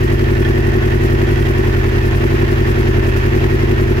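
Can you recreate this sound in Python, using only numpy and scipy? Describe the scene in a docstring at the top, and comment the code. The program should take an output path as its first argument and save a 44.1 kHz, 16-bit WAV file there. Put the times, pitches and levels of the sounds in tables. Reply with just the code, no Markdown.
"""The deep, uneven drumming of a four-cylinder motorcycle idling in a workshop, heard up close.
In each engine cycle (two turns of the crankshaft) four pulses drum in the exhaust, and thumps ring
the bike's hollow body. Chain and valve gear clatter in the opened engine, and the gears whine.
Behind them a metal cover rings, air hisses in once a cycle and small ticks come at random."""
import sys
import numpy as np
from scipy import signal
from scipy.fft import rfft, irfft
from scipy.io import wavfile
from scipy.ndimage import uniform_filter1d, map_coordinates

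SR = 44100
rng = np.random.default_rng(int(sys.argv[2]) if len(sys.argv) > 2 else 0)


def wrap_up_sound(samples):
    """Save the sound to the file named by the first command line argument, as 16-bit audio."""
    columns = np.atleast_2d(samples).T
    # keep every value between -1 and 1, then stretch to whole-number steps
    tamed = np.clip(columns, -1, 1)
    steps = np.round(tamed * 32767).astype(np.int16)
    wavfile.write(sys.argv[1], SR, steps)


N = 176400

# Levels in the tables are relative: level() sets how loud each sound is.
# how fast the crankshaft turns (time [s], speed [rpm])
IDLE_SPEED = [(0.028, 1344), (0.318, 1303), (0.42, 1328), (0.862, 1297), (0.984, 1333), (1.056, 1312),
              (1.409, 1342), (1.642, 1279), (1.882, 1236), (2.163, 1288.9), (2.25, 1352), (2.7, 1299.7),
              (2.789, 1308), (3.205, 1213), (3.283, 1323), (3.512, 1340), (3.829, 1295), (4.003, 1316)]
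# tone of a tick (frequency [Hz], level [dB])
TICK_TONE = [(1000, -19), (2500, 4), (6000, -2), (12000, 2.5), (15500, 4)]
# tone of the air drawn in (frequency [Hz], level [dB])
HISS_TONE = [(2000, -38), (5000, 8), (8500, 0.5), (12200, 4.5), (15500, 0)]
# how the hiss swells (place in cycle [0-1], level [dB])
HISS_SWELL = [(.02, 0), (.12, -3), (.35, -8), (.47, -25), (.6, -9), (.68, -4), (.82, -10), (.9, 0)]
# knocks on the cover (place in cycle [0-1], level [dB])
COVER_KNOCKS = [(.66, -8.5), (.73, -16), (0.899, -8.5), (0.202, -3.5), (0.442, 0.5), (0.561, -6)]
# notes the cover rings at (frequency [Hz], width [Hz], level [dB])
COVER_NOTES = [(731, 22, -2), (928, 20, -12), (1491, 23, 2.5), (1768, 23, 6), (1957, 22, -0.5),
               (2340, 28, -19), (2535, 20, -6.5), (2890, 44, -17), (3160, 49, -7), (3330, 17, -7.5),
               (4960, 17, -31)]
# loudness of both cover and gears (time [s], level [dB])
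COVER_GEAR_LEVEL = [(0.1, -36.5), (0.61, -34), (3.35, -38.5), (3.84, -40), (3.9, -41.5)]
# tone of the clatter both ears share (frequency [Hz], level [dB])
SHARED_TONE = [(330, -33), (560, 0), (643, -5.5), (923, -0.5), (1330, -9), (1800, -2), (2250, -6.5),
               (2550, -5.5), (3600, -16.5), (6550, -24), (8290, -37), (12200, -29), (15500, -34.5)]
# tone of the clatter that is opposite in the two ears (frequency [Hz], level [dB])
OPPOSITE_TONE = [(330, -36), (560, -6), (1000, -8), (1520, -7.5), (1770, -2.5), (2070, -11.5),
                 (2770, -13.5), (3460, -23.5), (6370, -30.5), (8290, -40), (15500, -36)]
# which way the clatter leans (frequency [Hz], left minus right [dB])
CLATTER_BALANCE = [(380, -2), (700, 5), (1290, -2.5), (2380, -2.5), (4400, -2), (8120, 0.5), (15000, 2)]
# how the clatter swells, and the gears with it (place in cycle [0-1], level [dB])
CLATTER_SWELL = [(.05, -6), (.12, -1.5), (.33, -3.7), (.44, -2.3), (.52, -2.5), (.68, 0.5), (.78, -2.5),
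                 (.9, 0)]
# loudness of the clatter (time [s], level [dB])
CLATTER_LOUDNESS = [(0.1, -35), (1.07, -34.5), (3.52, -33.5), (3.53, -35.5), (3.6, -33), (3.9, -35)]
# thumps in the hollow body (place in cycle [0-1], level [dB])
BODY_THUMPS = [(.738, -2), (0.876, -11.5), (.975, 0), (0.198, -9.5), (.426, -5), (.527, -4.5)]
# tone of the hollow body (frequency [Hz], left level [dB], right level [dB])
BODY_TONE = [(101, -63, -71.5), (163, -46, -54), (186, -40.5, -25), (213.8, -7, -6.5), (247.4, -6, -4.5),
             (313, -13, -12.5), (317.5, -2.5, -15.5), (324, -5, -1), (379.5, 4, -0.5), (413.3, -18, -5),
             (479, -6, -9.5), (537, -24.5, -29), (750, -33.5, -37), (1600, -72, -70)]
# exhaust pulses, one per cylinder (place in cycle [0-1], level [dB])
EXHAUST_PULSES = [(.726, 2.5), (.955, 2), (.18, 6), (.38, 5)]
# tone of the exhaust pipe (frequency [Hz], level [dB])
PIPE_TONE = [(20, -32), (32, -12), (44, -12), (55, -16.5), (64, -20), (78, 7.5), (98, -13.5), (112, -23.5),
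             (131, -4), (150, -27.5), (175, -31), (260, -61.5)]

TICKS_PER_S, GEAR_TEETH, CYCLES_PER_S = 35, 85, 10.9


def undb(db):
    """Turns decibels into a number to multiply by."""
    return 10 ** (np.asarray(db) / 20)


def level(x, db):
    """Sets the average (RMS) level of a sound."""
    return x * undb(db) / np.sqrt(np.mean(x ** 2))


def curve(rows):
    """Joins (time, value) points with straight lines."""
    return np.interp(np.arange(N) / SR, *np.array(rows).T)


def swell(rows, cycle):
    """A rise and fall that repeats every engine cycle."""
    return undb(np.interp(cycle, *np.array(rows).T, period=1))


def wobble(rate_hz):
    """A random wander, about 1 in size."""
    step = int(SR / rate_hz)
    wander = uniform_filter1d(np.repeat(rng.standard_normal(N // step + 1), step), step)[:N]
    return wander / wander.std()


def fade(x, decay_s):
    """Lets each hit die away."""
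    return signal.lfilter([1], [1, -np.exp(-1 / (decay_s * SR))], x)


def response(rows, size=16384):
    """Frequencies and gains of a filter through (Hz, dB) points."""
    hz, db = np.array(rows).T
    freqs = np.maximum(np.fft.rfftfreq(size, 1 / SR), 1)
    log_gain = np.interp(np.log(freqs), np.log(hz), db) * np.log(10) / 20
    folded = irfft(log_gain)
    folded[1:size // 2] *= 2
    folded[size // 2 + 1:] = 0  # ring after a hit, never before
    return freqs, np.exp(rfft(folded))


def colour(x, rows):
    """Gives a sound the tone in a table."""
    return signal.fftconvolve(x, irfft(response(rows)[1]))[:N]


def pulses(cycle, rows, scatter_db, jitter_s):
    """One hit per row and cycle, each a little off in time and strength."""
    hits = np.zeros(N)
    cycles = np.arange(-1, 46)
    for place, db in rows:
        late, size = rng.standard_normal((2, len(cycles)))
        at = np.interp(cycles + place, cycle, np.arange(N), left=-N, right=2 * N) + late * jitter_s * SR
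        inside = (at >= 0) & (at < N)
        np.add.at(hits, at[inside].astype(int), undb(db + scatter_db * size[inside]))
    return hits


def lean_right(db):
    """Makes the right ear louder than the left."""
    return undb(np.array([[-db], [db]]) / 2)


def ears(left, right, lag_s=.00053):
    """The sound reaches the right ear a little later."""
    return np.array([left, map_coordinates(right, [np.arange(N) - lag_s * SR], order=1)])


def echoes(x, t60_s, db):
    """Adds a wash of echoes that falls by 60 dB in t60_s."""
    t = np.arange(SR // 2) / SR
    tail = rng.standard_normal((2, len(t))) * np.exp(-np.log(1000) * t / t60_s)
    tail /= np.sqrt((tail ** 2).sum(axis=1, keepdims=True))
    return (x + undb(db) * signal.fftconvolve(x, tail, axes=1)[:, :N]) / np.hypot(1, undb(db))


def ticks():
    """Stray ticks: tiny bursts of bright noise."""
    hits = (rng.random(N) < TICKS_PER_S / SR) * undb(np.clip(rng.standard_normal(N), -2, 2))
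    bursts = fade(hits, decay_s=.0004) * rng.standard_normal((2, N))
    return level(np.array([colour(burst, TICK_TONE) for burst in bursts]), db=-61)


def intake(cycle):
    """Air hisses into the engine during part of each cycle."""
    air = np.array([colour(noise, HISS_TONE) for noise in rng.standard_normal((2, N))])
    return level(air * swell(HISS_SWELL, cycle) * undb(2 * wobble(rate_hz=24.7)), db=-46)


def gears(cycle):
    """A rough gear whine that bends as each firing speeds up the crankshaft."""
    turns_per_s = 2 * np.gradient(cycle) * SR * (1 + .034 * np.sin(8 * np.pi * cycle))
    whine = np.exp(2j * np.pi * np.cumsum(GEAR_TEETH * turns_per_s) / SR)
    below_33_hz = signal.butter(2, 33, fs=SR, output="sos")
    slow_noise = signal.sosfilt(below_33_hz, rng.standard_normal((2, N)))
    rough = ((slow_noise[0] + 1j * slow_noise[1]) * whine).real
    rough = level(rough * swell(CLATTER_SWELL, cycle) ** 2 * undb(curve(COVER_GEAR_LEVEL)), db=-40.5)
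    return ears(rough, rough) * lean_right(db=10.5)


def cover(cycle):
    """Short rattling knocks make a metal cover ring."""
    knocks = pulses(cycle, COVER_KNOCKS, scatter_db=3, jitter_s=.002)
    rattle = fade(knocks, decay_s=.0052) * rng.standard_normal((2, N))
    ring = sum(undb(db) * signal.lfilter(*signal.iirpeak(hz, hz / width, fs=SR), rattle)
               for hz, width, db in COVER_NOTES)
    return level(ring * undb(curve(COVER_GEAR_LEVEL)), db=-39.5) * lean_right(db=10.5)


def clatter(cycle):
    """Many small hits of chain and valve gear blur into noise that swells with the cycle."""
    strength = swell(CLATTER_SWELL, cycle) * undb(curve(CLATTER_LOUDNESS) - .96 * wobble(rate_hz=120))
    strength *= np.exp(.21 * wobble(rate_hz=3000))  # fine grit
    above_330_hz = signal.butter(2, 330, "high", fs=SR, output="sos")
    shared = colour(strength * rng.standard_normal(N), SHARED_TONE)
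    shared = level(signal.sosfilt(above_330_hz, shared), db=-30.5)
    opposite = colour(strength * rng.standard_normal(N), OPPOSITE_TONE)
    opposite = level(signal.sosfilt(above_330_hz, opposite), db=-27)
    return np.array([colour(shared + side * opposite, np.array(CLATTER_BALANCE) * [1, side / 2])
                     for side in (1, -1)])


def body(cycle):
    """Thumps ring the bike's hollow parts, with a separate tone in each ear."""
    thumps = pulses(cycle, BODY_THUMPS, scatter_db=1.12, jitter_s=.0001)
    softened = thumps - 2 * signal.lfilter(*signal.iirpeak(398, Q=3, fs=SR), thumps)  # smears each hit
    left, right = (colour(softened, np.array(BODY_TONE)[:, [0, ear]]) for ear in (1, 2))
    return level(ears(left, right), db=-18)


def exhaust(cycle):
    """Four pulses a cycle, shaped by the pipe, drone at multiples of the cycle rate."""
    freqs, pipe = response(PIPE_TONE)
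    drone = 0
    for multiple in range(1, 19):
        pattern = sum(undb(db) * np.exp(-2j * np.pi * multiple * place) for place, db in EXHAUST_PULSES)
        pipe_gain = np.interp(multiple * CYCLES_PER_S, freqs, pipe)
        drone += (pattern * pipe_gain * np.exp(2j * np.pi * multiple * cycle)).real
    drone = level(drone * undb(.5 * wobble(rate_hz=29.88)), db=-14)
    return ears(drone, drone)


def scene():
    """Adds up the sounds; all but the ticks keep time with the engine."""
    cycle = np.cumsum(curve(IDLE_SPEED) / 120) / SR - .482  # counts cycles; 120 rpm is one a second
    in_casing = echoes(clatter(cycle) + intake(cycle), t60_s=.11, db=-9.5)
    in_room = echoes(body(cycle) + cover(cycle) + ticks(), t60_s=.2, db=-21)
    return exhaust(cycle) + gears(cycle) + in_casing + in_room


def record(dry):
    """Cuts the treble above 15750 Hz."""
    return signal.sosfilt(signal.ellip(10, .2, 80, 15750, fs=SR, output="sos"), dry)


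dry = scene()
out = record(dry)
wrap_up_sound(out)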